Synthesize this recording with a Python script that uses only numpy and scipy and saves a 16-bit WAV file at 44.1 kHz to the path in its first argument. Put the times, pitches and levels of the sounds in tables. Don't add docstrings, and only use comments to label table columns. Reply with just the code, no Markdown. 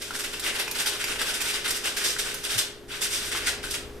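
import sys
import numpy as np
from scipy import signal
from scipy.fft import rfft, irfft
from scipy.io import wavfile
from scipy.ndimage import uniform_filter1d

SR = 44100
rng = np.random.default_rng(int(sys.argv[2]) if len(sys.argv) > 2 else 0)


def generate_wav(signal):
    frames = np.transpose(np.atleast_2d(signal))
    scaled = np.clip(frames, -1, 1) * 32767
    pcm = np.round(scaled).astype(np.int16)
    wavfile.write(sys.argv[1], SR, pcm)


N = 176400


# start in seconds, length in seconds, crackle level in dB, fizz level in dB.
ARM_SHIFTS = [(0.008, 0.021, -3.5, -5), (0.131, 0.03, -4.5, -1), (0.186, 0.0097, 1, 3.5),
              (0.237, 0.0062, 1.5, 1.5), (0.327, 0.011, -2, -5.5), (0.413, 0.075, 4, 0),
              (0.535, 0.028, 4.5, -1), (0.582, 0.017, 7, 5), (0.742, 0.019, 2.5, 0), (0.777, 0.031, 4, 5),
              (0.85, 0.027, 4, 8), (0.908, 0.047, -2, -5.5), (0.988, 0.027, 1.5, -2),
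              (1.059, 0.056, 3.5, 0), (1.18, 0.042, 4.5, -1.5), (1.247, 0.053, 3, 2),
              (1.332, 0.019, 2, 3.5), (1.403, 0.0082, 5, 5), (1.427, 0.075, 2, 1), (1.526, 0.029, 3.5, 1),
              (1.637, 0.023, 6, 0), (1.668, 0.038, -3, 3.5), (1.74, 0.018, 2, 4.5), (1.828, 0.048, 3.5, 3),
              (1.963, 0.014, 4, 5), (1.978, 0.088, 2.5, -2.5), (2.028, 0.034, -4, 6),
              (2.068, 0.046, -3, 2.5), (2.183, 0.013, 4, 6), (2.225, 0.083, -1.3, -4),
              (2.434, 0.017, 2.5, 3.5), (2.473, 0.076, 1, 1.5), (2.572, 0.021, 4.5, 8.5),
              (2.88, 0.075, -1.5, -11), (3.003, 0.047, 1, 5), (3.096, 0.066, -1.5, 3),
              (3.148, 0.14, -6, -4.5), (3.31, 0.017, 4.5, 0.5), (3.343, 0.027, 3, 0.5),
              (3.39, 0.071, -1, -7), (3.457, 0.026, 6, 6), (3.624, 0.027, -2, -2.5), (3.699, 0.013, -6, 3),
              (3.733, 0.012, 4, 1)]
# start in seconds, end in seconds.
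LIGHT_TOUCHES = [(0, 2.61), (2.89, 3.4), (3.64, 3.77)]

def arm_pressure(t):
    touching = sum(uniform_filter1d(1. * ((t > a) & (t < b)), SR // 40) for a, b in LIGHT_TOUCHES)
    crackle_power = fizz_power = touching.clip(0) * amp(-12) ** 2
    for start, length, crackle_db, fizz_db in ARM_SHIFTS:
        shift = push(t, start, length)
        crackle_power = crackle_power + (shift * amp(crackle_db)) ** 2
        fizz_power = fizz_power + (shift * amp(fizz_db)) ** 2
    return np.sqrt(crackle_power), np.sqrt(fizz_power)


def push(t, start, length, release_s=.015):
    out = np.zeros(N)
    during = slice(int(start * SR), int((start + .25) * SR))
    age = t[during] - start
    rise = np.clip(age / (.4 * length), 0, 1)
    out[during] = rise * np.exp(-np.maximum(age - length, 0) / release_s)
    return out


def crease_snaps(crackle, fizz, snaps_per_s=600, bends_per_s=35, crackle_hz=2270, fizz_hz=5760):
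    count = N // 16
    at = (np.cumsum(rng.exponential(size=count)) * SR / snaps_per_s).astype(int)
    size = amp(2 * np.minimum(rng.exponential(size=count), 4)) * (at < N)
    at = np.minimum(at, N - 1)
    out = 0
    for hz, band in half_octave_bands():
        fizz_share = np.clip(np.log(hz / crackle_hz) / np.log(fizz_hz / crackle_hz), 0, 1)
        strength = crackle[at] ** (1 - fizz_share) * fizz[at] ** fizz_share
        bend_db = 2 * np.interp(at * bends_per_s / SR, np.arange(count), rng.standard_normal(count))
        own_tone = (1 + .84 * rng.standard_normal(count)) * rng.choice([-1, 1], count)
        snaps = size * own_tone * amp(bend_db) * strength
        out = out + signal.sosfilt(band, np.bincount(at, snaps, N))
    return out


# frequency in Hz, relative level in dB.
FOIL_TONE = [(220, -20), (450, -8), (780, -13.5), (1200, -8.5), (1550, -1), (2100, -3), (2550, -.5),
             (3500, 0), (4100, -3.5), (5000, -1.5), (6400, -5.5), (8700, -4), (14000, -16)]

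def crinkling_foil(t, patches=5):
    crackle, fizz = arm_pressure(t)
    sheet = sum(room(crease_snaps(crackle, fizz)) for _ in range(patches))
    return set_level(colour(sheet, FOIL_TONE), -30)


# start in seconds, relative level in dB, pitch of the ring in Hz.
FACET_POPS = [(.107, -19, 1540), (.153, -19, 1580), (0.342, -19, 2640), (.465, -12, 2740),
              (.679, -14.5, 2470), (0.807, -17, 1490), (1.041, -13, 2380), (1.159, -16.5, 2720),
              (1.214, -14.5, 1560), (1.403, -17, 2360), (2.164, -18, 1660), (3.35, -18.5, 1290),
              (3.64, -21, 1500)]

def facet_pops(t, ring_s=.02):
    out = np.zeros(N)
    crack = signal.sosfilt(bandpass(1, 900, 5000), rng.standard_normal(N))
    for start, db, hz in FACET_POPS:
        age = np.maximum(t - start, 0)
        pitches = hz * (1 + .066 * rng.standard_normal(3))
        ring = sum(np.sin(2 * np.pi * pitch * age) for pitch in pitches) / 3
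        fade = (age > 0) * amp(-60 * np.minimum(age / ring_s, 2))
        out += amp(db - .5) * fade * (ring + .59 * crack)
    return out


# start in seconds, relative level in dB.
LONE_SNAPS = [(0.02, -30), (0.3962, -23.5), (0.7122, -22.5), (1.041, -21), (1.2145, -20.5), (1.4144, -22),
              (1.706, -17.5), (1.9694, -32.5), (2.3424, -22.5), (3.018, -20.5)]

def lone_snaps(t, fade_s=.0045):
    out = np.zeros(N)
    hiss = signal.sosfilt(bandpass(1, 3000, 11000), rng.standard_normal(N))
    for start, db in LONE_SNAPS:
        fade = (t > start) * np.exp(-np.minimum(abs(t - start) / fade_s, 20))
        out += amp(db + 6) * fade * hiss
    return out


# start in seconds, length in seconds, level in dB.
CRUSHED_FOLDS = [(0.58, 0.011, -41), (0.672, 0.0084, -40.5), (0.847, 0.019, -40), (1.208, 0.0082, -38),
                 (1.66, 0.03, -43.5), (1.816, 0.05, -39), (3.468, 0.023, -44.5)]

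def crushed_folds(t, snaps_per_s=3000):
    snaps = rng.standard_normal(N) * (rng.random(N) < snaps_per_s / SR)
    dull = set_level(signal.sosfilt(bandpass(2, 352, 1130), snaps), 0)
    return dull * sum(amp(db) * push(t, start, length) for start, length, db in CRUSHED_FOLDS)


def table_bump(t, start_s=2.553, rise_s=.012, hz=110):
    age = np.maximum(t - start_s, 0)
    swell = age / rise_s * np.exp(1 - age / rise_s)
    return amp(-35.5) * swell * np.sin(2 * np.pi * hz * age)


def room(sound, scatter_s=.0077, echo_s=.5):
    t = np.arange(SR // 2) / SR
    freqs = np.fft.rfftfreq(len(t), 1 / SR)
    scatter = unit_energy(rng.standard_normal((2, len(t))) * np.exp(-t / scatter_s))
    echo = 0
    for hz, band in half_octave_bands():
        fade_s = echo_s * (hz / 2000) ** -.3
        echo = echo + signal.sosfilt(band, rng.standard_normal((2, len(t)))) * amp(-60 * t / fade_s)
    echo = unit_energy(echo * np.clip(t / .0031, 0, 1))
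    left, right = rfft(amp(3) * scatter + amp(2.5) * echo)
    right = 1 + blend(right, left, likeness=1 / (1 + (freqs / 2000) ** 2))
    left_lag_s = 55e-6 + 15e-6 * rng.standard_normal()
    left = (1 + left) * np.exp(-2j * np.pi * freqs * left_lag_s)
    centred_band = np.exp(-(np.log2((freqs + 1) / 7130) / .57) ** 10)
    left = blend(left, right, likeness=.57 * centred_band)
    lead = SR // 1000
    paths = unit_energy(np.roll(irfft([left, right]), lead, axis=1))
    return signal.fftconvolve(sound[None], paths, axes=1)[:, lead:lead + N]


# pitch in Hz, relative level in dB.
HUM_TONES = [(118.5, -59.5), (250, -59), (270.8, -58.5), (353, -53.5), (411.9, -48), (470, -63)]

def machine_hum(t, drone_hz=69.2, drone_start_s=2.91):
    def tone(hz, db):
        return np.sqrt(2) * amp(db) * np.sin(2 * np.pi * (hz * t + rng.random()))
    hum = sum(tone(hz, db) for hz, db in HUM_TONES)
    return hum + tone(drone_hz, -51.5) * np.clip((t - drone_start_s) / .26, 0, 1)


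# frequency in Hz, relative level in dB.
AIR_TONE = [(35, 1.5), (110, -9), (300, -6.5), (480, -6), (800, -15.5), (14000, -34.5)]

def air_rush(width=.31):
    middle, side = set_level(colour(rng.standard_normal((2, N)), AIR_TONE), -45)
    return middle + width * side * np.array([[1], [-1]])


# time in seconds, level change in dB.
BACKGROUND_LEVEL = [(2.6, -1.5), (2.75, -3), (3.6, 1)]

def background(t):
    times, db = np.array(BACKGROUND_LEVEL).T
    return (machine_hum(t) + air_rush()) * amp(np.interp(t, times, db))


def amp(db):
    return 10 ** (np.asarray(db) / 20)


def set_level(sound, db):
    return sound * amp(db) / np.sqrt(np.mean(sound ** 2))


def unit_energy(pair):
    return pair / np.sqrt(np.sum(pair ** 2, axis=1, keepdims=True))


def blend(own, other, likeness):
    return likeness * other + np.sqrt(1 - likeness ** 2) * own


def bandpass(order, low_hz, high_hz):
    return signal.butter(order, [low_hz, high_hz], "band", fs=SR, output="sos")


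def half_octave_bands():
    return [(hz, bandpass(2, hz / 2 ** .25, hz * 2 ** .25)) for hz in 250 * 2 ** (np.arange(13) / 2)]


def colour(sound, table):
    hz, db = np.array(table).T
    freqs = np.fft.rfftfreq(2 * N, 1 / SR)
    gain = amp(np.interp(np.log(freqs + 1), np.log(hz), db))
    return irfft(rfft(sound, 2 * N) * gain)[..., :N]


def scene(room_share=.8):
    t = np.arange(N) / SR
    foil = crinkling_foil(t)
    pops = facet_pops(t) + lone_snaps(t)
    pops = room_share * room(pops) + (1 - room_share) * pops
    return foil + pops + room(crushed_folds(t)) + table_bump(t) + background(t)


# frequency in Hz, left level minus right level in dB.
MIC_BALANCE = [(400, 1.6), (1300, -1), (2400, 2), (3800, 4), (5500, -.5), (8500, -1.5), (11000, -8),
               (13500, -11.5)]

def record(dry, top_hz=14300):
    left = colour(dry[0], [(hz, db / 2) for hz, db in MIC_BALANCE])
    right = colour(dry[1], [(hz, -db / 2) for hz, db in MIC_BALANCE])
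    return signal.sosfilt(signal.ellip(12, .1, 80, top_hz, fs=SR, output="sos"), [left, right])


dry = scene()
out = record(dry)
generate_wav(out)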